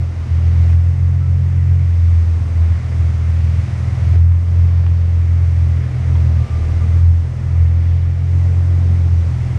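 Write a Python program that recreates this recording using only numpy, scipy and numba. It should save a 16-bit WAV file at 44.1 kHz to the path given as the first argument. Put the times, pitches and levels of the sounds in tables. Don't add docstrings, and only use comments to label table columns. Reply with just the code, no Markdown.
import sys
import numpy as np
from scipy import signal
from scipy.fft import rfft, irfft, next_fast_len
from scipy.io import wavfile
from scipy.ndimage import uniform_filter1d, minimum_filter1d
from numba import njit

SR = 44100
rng = np.random.default_rng(int(sys.argv[2]) if len(sys.argv) > 2 else 0)


def voltage_ratio(decibels):
    exponent = np.asarray(decibels, float) / 20
    return 10 ** exponent


def to_wav(s):
    ch = np.atleast_2d(s).T
    pcm = np.round(np.clip(ch, -1, 1) * 32767)
    wavfile.write(sys.argv[1], SR, pcm.astype(np.int16))


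N = 422478

# t/s, firing rate f/Hz
IDLE_COURSE = [(0, 42.36), (.21, 41.4), (.74, 42.2), (.96, 43.66), (1.65, 43.27), (2.51, 41.27),
               (4.03, 41.7), (4.35, 43.1), (6.0, 41.7), (6.38, 40.6), (6.5, 39.06), (6.8, 41.7),
               (7.02, 42.8), (7.28, 41.65), (8.3, 43.66), (8.88, 43.73), (9.34, 41.67), (9.58, 41.36)]
# strength level/dB, lateness/firing periods
CYLINDERS = [(2, 0.014), (-1.5, 0.011), (0.5, -0.016), (-4, 0.041), (4, -.02), (0, -0.018)]
# multiple of firing rate/1, level/dB
UPPER_HARMONICS = [(3.5, -52.5), (5, -50), (6, -52.5), (7, -57.5), (8, -57)]
# t/s, level change/dB, width/s
NODES_2 = [(.14, -9.5, 0.081), (.27, -9.5, .022), (.71, 3.5, .11), (.96, -5, 0.027), (1.21, -3, 0.055),
           (1.52, -1.7, 0.14), (2.13, 3, .085), (2.48, -6, 0.071), (2.62, 3, .04), (2.81, -8, 0.015),
           (2.86, -8, 0.062), (3.18, -4, 0.039), (3.59, 3.5, 0.02), (3.68, -8, 0.023), (3.8, -7.5, 0.18),
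           (3.96, -9, 0.014), (4.21, 5.5, 0.095), (4.46, -2, .05), (4.62, 2.5, .05), (5.91, -11, .084),
           (6.475, -17, 0.024), (6.63, -3, 0.066), (7.07, 3.5, 0.072), (7.36, -11, 0.1), (7.62, 3, 0.046),
           (8.19, -4, 0.082), (8.93, 0.5, 0.049), (9.45, -11, .11)]
# t/s, level change/dB, width/s
NODES_3 = [(.16, -12, 0.054), (.85, -4.5, 0.027), (1.48, 3, 0.57), (1.96, -10, 0.055), (2.39, -16.5, 0.23),
           (2.44, 14, 0.058), (2.67, -11, 0.035), (4.07, 3.5, 0.095), (4.41, -8.5, 0.053), (5.1, -4.5, .19),
           (6.18, 4, .37), (6.47, -6, 0.023), (6.6, -6, 0.037), (7.18, -12, 0.041), (7.49, 3, 0.038),
           (7.81, -2.5, .047), (8.7, -0.5, 0.13), (9.22, -14, 0.031), (9.38, 3.5, 0.12)]
# t/s, level change/dB, width/s
NODES_4 = [(0.17, -9, 0.149), (1.11, -5, 0.092), (2.25, -2.5, 0.45), (3.54, 4.5, 0.105), (5.42, -13, 0.16),
           (6.05, -11, 0.17), (7.26, -9, 0.068), (8.37, -9.5, 0.34), (9.02, 3.5, 0.087)]
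# t/s, level change/dB, width/s
NODES_UPPER = [(.2, 1.5, 0.21), (1.1, 4.5, .12), (1.5, -0.5, 0.17), (2.9, -1, 0.79), (5.4, -3.5, .4),
               (6.2, 2.5, .15), (7.5, -3.5, .4), (8.6, 4, 0.28), (9.5, 2.5, .1)]
# t/s, half-order level change/dB, width/s
UNEVEN_BANKS = [(0.43, 0.5, 0.45), (1.5, -6, 0.346), (2.7, 8.5, 0.4), (3.4, -6, 0.064), (3.86, 10.5, 0.42),
                (4.38, -9.5, 0.077), (5.32, 2, 0.06), (6.15, -9, 0.099), (6.73, 5, 0.15),
                (7.54, 8.5, 0.079), (8.41, -11.5, 0.67), (9.57, 12, 0.08)]
# t/s, depth/dB, width/s, lag/engine cycles
THROB_2 = [
    (.6, 2, 0.21, 0.18),
    (1.4, 1.4, 0.37, .25),
    (2.8, 1, .2, 0.19),
]
# t/s, depth/dB, width/s, lag/engine cycles
THROB_3 = [(.7, 1.4, .25, .27), (1.9, 1.2, .25, 0.063), (4.6, 2, .25, -.34), (6.35, 2.8, .3, 0.061),
           (7.0, 2, .2, -0.013), (8.45, 1.6, .45, -.22)]
# t/s, rocking level change/dB, width/s
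JOLTS = [
    (1.01, 10, .05),
    (4.13, 7, .05),
    (4.59, 8, .05),
    (6.69, 12, .09),
    (7.07, 4, 0.051),
    (7.6, 5, 0.45),
    (8.7, -4, 0.28),
    (9.42, 7, .07),
]
# f/Hz, width/Hz, level/dB
GARAGE_MODE_LIFT = (206, 4.8, 5)
# f/Hz, level/dB
HISS_COLOUR = [(500, -9), (850, -1.2), (1200, -0.5), (1600, -4.5), (2050, -1.5), (2700, -9), (3100, -12),
               (4200, -15.5), (5200, -14.5), (6500, -16.5), (6700, -20), (8700, -22.5), (11000, -33.5),
               (15500, -51)]
# f/Hz, level/dB
RUMBLE_COLOUR = [(18, -19.5), (29, -1), (36, -5), (65, 1.5), (105, 10), (142, -14), (160, -6.5), (200, -6),
                 (300, -12), (560, -16), (800, -20.5), (1100, -44)]
# t/s, level/dB
WASH = [(0, 0.5), (.4, 1), (1.2, 1), (2.4, 1.1), (3.5, -1), (4.3, 0.5), (5, 2.5), (5.9, 2), (6.5, 3),
        (7.2, 2.5), (8.2, 2), (8.6, 4), (9.58, 2)]
# t/s, level change/dB, width/s
THUMPS = [
    (4.16, 4.5, 0.015),
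    (6.62, 1, 0.084),
    (8.79, 1, 0.014),
    (8.89, 1.5, .025),
]
# f/Hz, width/Hz, level/dB
GARAGE_MODES = [(206, 3.1, -51), (247.7, 6.8, -53), (303.3, 5.6, -53), (424.6, 8.3, -57.5), (552, 9.4, -57),
                (665, 17, -56.5)]
# f/Hz, level/dB
LAMP_HUM = [(359, -56), (478, -58.5), (719, -63)]
# t/s, lasting drop/dB, fall/s, passing duck/dB
DUCKS = [(.03, 0.3, 0.044, 1), (.74, 3.2, 0.036, 0.5), (.8, 2.5, .45, -0.3), (3.11, 0.97, 0.44, 0),
         (4.14, 3.5, .16, 4), (4.56, 3.5, 0.43, -0.2), (6.2, 1, 0.083, -0.2), (6.75, 1, .25, 0.3),
         (7.0, 3.5, 0.09, .5), (7.5, 2, .75, 1), (8.93, 1, 0.18, 1.2)]
# t/s, peak level/dB
CRACKLES = [(0.701, -47.5), (1.359, -55), (4.2645, -42.5), (4.2887, -41), (4.380, -40), (4.445, -40.5),
            (4.5086, -47.5), (4.5298, -44.5), (4.5596, -39.5), (5.5351, -53), (5.6682, -46),
            (5.9166, -47.5)]
# t/s, peak level/dB, ring f/Hz, ring t60/s, crack over ring level/dB
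TICKS = [
    (.732, -35, 2000, 0.027, -5),
    (4.158, -23, 370, 0.039, -16),
    (4.321, -37, 2240, 0.013, -5),
    (4.8657, -36.5, 700, .03, 4),
    (5.839, -37, 1755, 0.051, -5),
    (6.153, -33, 936, 0.1, -13),
    (6.154, -41, 3270, .045, 0),
    (7.975, -45, 2026, 0.029, -3),
]
# t/s, length/s, f/Hz, level/dB
PANEL_BUZZ = [
    (1.2, .09, 1320, -51),
    (6.382, 0.11, 1190, -46),
    (6.495, .095, 1182, -44),
    (6.6, .075, 1192, -47),
    (6.675, 0.037, 1188, -46),
    (6.797, 0.051, 1185, -45),
]

RUN_IN_SAMPLES = SR // 4
SCATTER_DB, JITTER_PERIODS, HUNT_HZ = 1.27, 0.013, 0.2484
SECOND_DB, THIRD_DB, FOURTH_DB, HALF_ORDER_DB = -12, -23, -37, -33.5
SHAKE_DB, SHAKE_DB_PER_WASH_DB = -46, 2.5
HISS_DB, RUMBLE_DB = -51.5, -44
RECOVER_DB_PER_S, BOUNCE_S = 2.5, 0.2
TICK_ECHO_T60_S, TICK_ECHO_DB = 0.14, -9
LIMIT_PEAK = 0.7


def curves(table):
    s, *columns = np.transpose(table)
    return [np.interp(np.arange(N) / SR, s, column) for column in columns]


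def spells(table):
    t_s = np.arange(N) / SR
    return sum(db * np.exp(-0.5 * ((t_s - s) / max(width_s, 0.01)) ** 2) for s, db, width_s in table)


def throb(table):
    cycle = np.cumsum(curves(IDLE_COURSE)[0]) / SR / len(CYLINDERS)
    return sum(spells([(s, db, width_s)]) * np.cos(2 * np.pi * (cycle - lag))
               for s, db, width_s, lag in table)


def unit(x):
    return x / np.sqrt(np.mean(x ** 2))


@njit
def svf(x, hz, width_hz):
    y, band, low = np.empty(len(x)), 0., 0.
    for i in range(len(x)):
        g = np.tan(np.pi * hz[i] / SR)
        k = width_hz / hz[i]
        v = (band + g * (x[i] - low)) / (1 + g * (g + k))
        band = 2 * v - band
        low = low + 2 * g * v
        y[i] = k * v
    return y


def resonate(x, hz, width_hz):
    return svf(x, np.full(len(x), float(hz)), float(width_hz))


def walk(rate_hz):
    hold = int(SR / rate_hz)
    steps = np.repeat(rng.standard_normal(N // hold + 1), hold)
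    return 1.27 * uniform_filter1d(uniform_filter1d(steps, hold), hold)[:N]


def noise(colour, lo_hz, hi_hz, flicker_db):
    size = next_fast_len(N)
    hz = np.maximum(np.arange(size // 2 + 1) * SR / size, 1)
    point_hz, point_db = np.transpose(colour)
    colour_db = np.interp(np.log(hz), np.log(point_hz), point_db, right=-90)
    bins = rfft(rng.standard_normal(size)) * voltage_ratio(colour_db)
    inside = (hz > lo_hz) & (hz < hi_hz)
    bins = bins * size / np.sqrt(2 * np.sum(np.abs(bins[inside]) ** 2))
    octave = np.log2(hz / point_hz[0])
    out = np.zeros(N)
    for k in range(7):
        share = np.clip(1 - abs(octave - k), 0, 1)
        out += voltage_ratio(flicker_db * walk(4.5)) * irfft(bins * share, size)[:N]
    return out


def firings(firing_hz):
    turns = np.cumsum(firing_hz) / SR
    count = np.arange(1, int(turns[-1]))
    strength_db, late = np.array(CYLINDERS)[count % 6].T
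    jitter, scatter = rng.standard_normal((2, len(count)))
    due = count + late + JITTER_PERIODS * jitter
    at = np.interp(due, turns, np.arange(len(turns))).astype(int)
    pulses = np.full(len(turns), 1e-18)
    pulses[at] = voltage_ratio(strength_db + SCATTER_DB * scatter)
    return pulses


def exhaust(gain_db, wash_db):
    firing_hz = uniform_filter1d(curves(IDLE_COURSE)[0], int(0.08 * SR)) + HUNT_HZ * walk(4)
    firing_hz = np.pad(firing_hz, (RUN_IN_SAMPLES, 0), "edge")
    pulses = firings(firing_hz)

    def order(multiple, width_hz, late_s=0.01035):
        hz = multiple * firing_hz
        line = svf(svf(svf(pulses, hz, width_hz), hz, width_hz), hz, 2 * width_hz)
        path_s = late_s + 0.0015 * walk(1.188)
        heard = RUN_IN_SAMPLES + np.arange(N) - SR * path_s
        return unit(np.interp(heard, np.arange(len(line)), line))

    second_db = SECOND_DB + spells(NODES_2) + throb(THROB_2)
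    third_db = THIRD_DB + spells(NODES_3) + throb(THROB_3)
    shake_db = SHAKE_DB + SHAKE_DB_PER_WASH_DB * wash_db + spells(JOLTS)
    sound = voltage_ratio(second_db) * order(2, 12.6)
    sound += voltage_ratio(third_db) * order(3, 15.2, late_s=0.07)
    sound += voltage_ratio(HALF_ORDER_DB + spells(UNEVEN_BANKS)) * order(2.5, 12.3)
    sound += voltage_ratio(FOURTH_DB + spells(NODES_4)) * order(4, 5.0)
    sound += voltage_ratio(shake_db) * order(0.85, 11.0)
    shared_db = gain_db + spells(NODES_UPPER)
    upper = sum(voltage_ratio(db + shared_db + 1.5 * walk(2.5)) * order(k, 6.0) for k, db in UPPER_HARMONICS)
    mode_hz, width_hz, lift_db = GARAGE_MODE_LIFT
    return sound + upper + voltage_ratio(lift_db) * resonate(upper, mode_hz, width_hz)


def engine_bay(gain_db, wash_db):
    hiss = voltage_ratio(HISS_DB + gain_db) * noise(HISS_COLOUR, 2500, 9000, flicker_db=0.8)
    rumble_db = RUMBLE_DB + gain_db + wash_db + spells(THUMPS)
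    return hiss + voltage_ratio(rumble_db) * noise(RUMBLE_COLOUR, 230, 800, flicker_db=0.86)


def garage(gain_db):
    t_s = np.arange(N) / SR
    out = np.zeros(N)
    for hz, width_hz, db in GARAGE_MODES:
        out += voltage_ratio(db) * unit(resonate(rng.standard_normal(N), hz, width_hz))
    for hz, db in LAMP_HUM:
        out += voltage_ratio(db + 1.6 * walk(0.88)) * np.sqrt(2) * np.sin(2 * np.pi * hz * t_s)
    return voltage_ratio(gain_db) * out


def gain_control():
    t_s = np.arange(N) / SR
    db = RECOVER_DB_PER_S * t_s
    for s, drop_db, fall_s, duck_db in DUCKS:
        back = np.exp(-np.maximum(t_s - s - fall_s, 0) / BOUNCE_S)
        fallen = np.clip((t_s - s) / max(fall_s, 0.01), 0, 1)
        db = db - fallen * (drop_db + duck_db * back)
    return db


def crackle():
    out = np.zeros(N)
    s, db = np.transpose(CRACKLES)
    out[(s * SR).astype(int)] = voltage_ratio(db)
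    return signal.sosfilt(signal.butter(2, 5000, "high", fs=SR, output="sos"), out)


def ticks():
    out, t_s = np.zeros(N), np.arange(SR // 5) / SR
    dull = signal.butter(3, 3000, fs=SR, output="sos")
    for s, db, hz, t60_s, crack_db in TICKS:
        ring = np.sin(2 * np.pi * hz * t_s) * voltage_ratio(-60 * t_s / t60_s) * (1 - np.exp(-t_s / 0.00046))
        tail = voltage_ratio(-60 * t_s / 0.006) + voltage_ratio(TICK_ECHO_DB - 60 * t_s / TICK_ECHO_T60_S)
        blow = 2.5 * rng.standard_normal(len(t_s)) * tail - 9 * np.exp(-t_s / 0.00012)
        crack = signal.sosfilt(dull, resonate(blow, 1200, 3000))
        i = int(s * SR)
        out[i:i + len(t_s)] += voltage_ratio(db) * (ring + voltage_ratio(crack_db) * crack)
    return out


def panel():
    out, t_s = np.zeros(N), np.arange(N) / SR
    for s, length_s, hz, db in PANEL_BUZZ:
        swell = np.clip(np.minimum(t_s - s, s + length_s - t_s) / 0.017, 0, 1)
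        tone = np.sin(2 * np.pi * hz * t_s + 0.25 * walk(30))
        out += voltage_ratio(db) * swell * np.sqrt(2) * tone
    return out * voltage_ratio(1.6 * walk(30))


def scene():
    pump_db = gain_control()
    gain_db = pump_db - pump_db.mean()
    wash_db = curves(WASH)[0]
    car = exhaust(gain_db, wash_db) + engine_bay(gain_db, wash_db)
    return (car + garage(gain_db) + ticks() + panel())[None]


def low_pass(x):
    return signal.sosfilt(signal.butter(12, 15300, fs=SR, output="sos"), x)


def record(dry):
    peak = -minimum_filter1d(-abs(dry), size=2000)
    held = dry * uniform_filter1d(np.minimum(1, LIMIT_PEAK / peak), size=1000)
    edge_s = np.minimum(np.arange(N), np.arange(N)[::-1]) / SR
    held = held * np.clip(0.6 + edge_s / 0.006, 0, 1)
    return low_pass(held + crackle())


dry = scene()
out = record(dry)
to_wav(out)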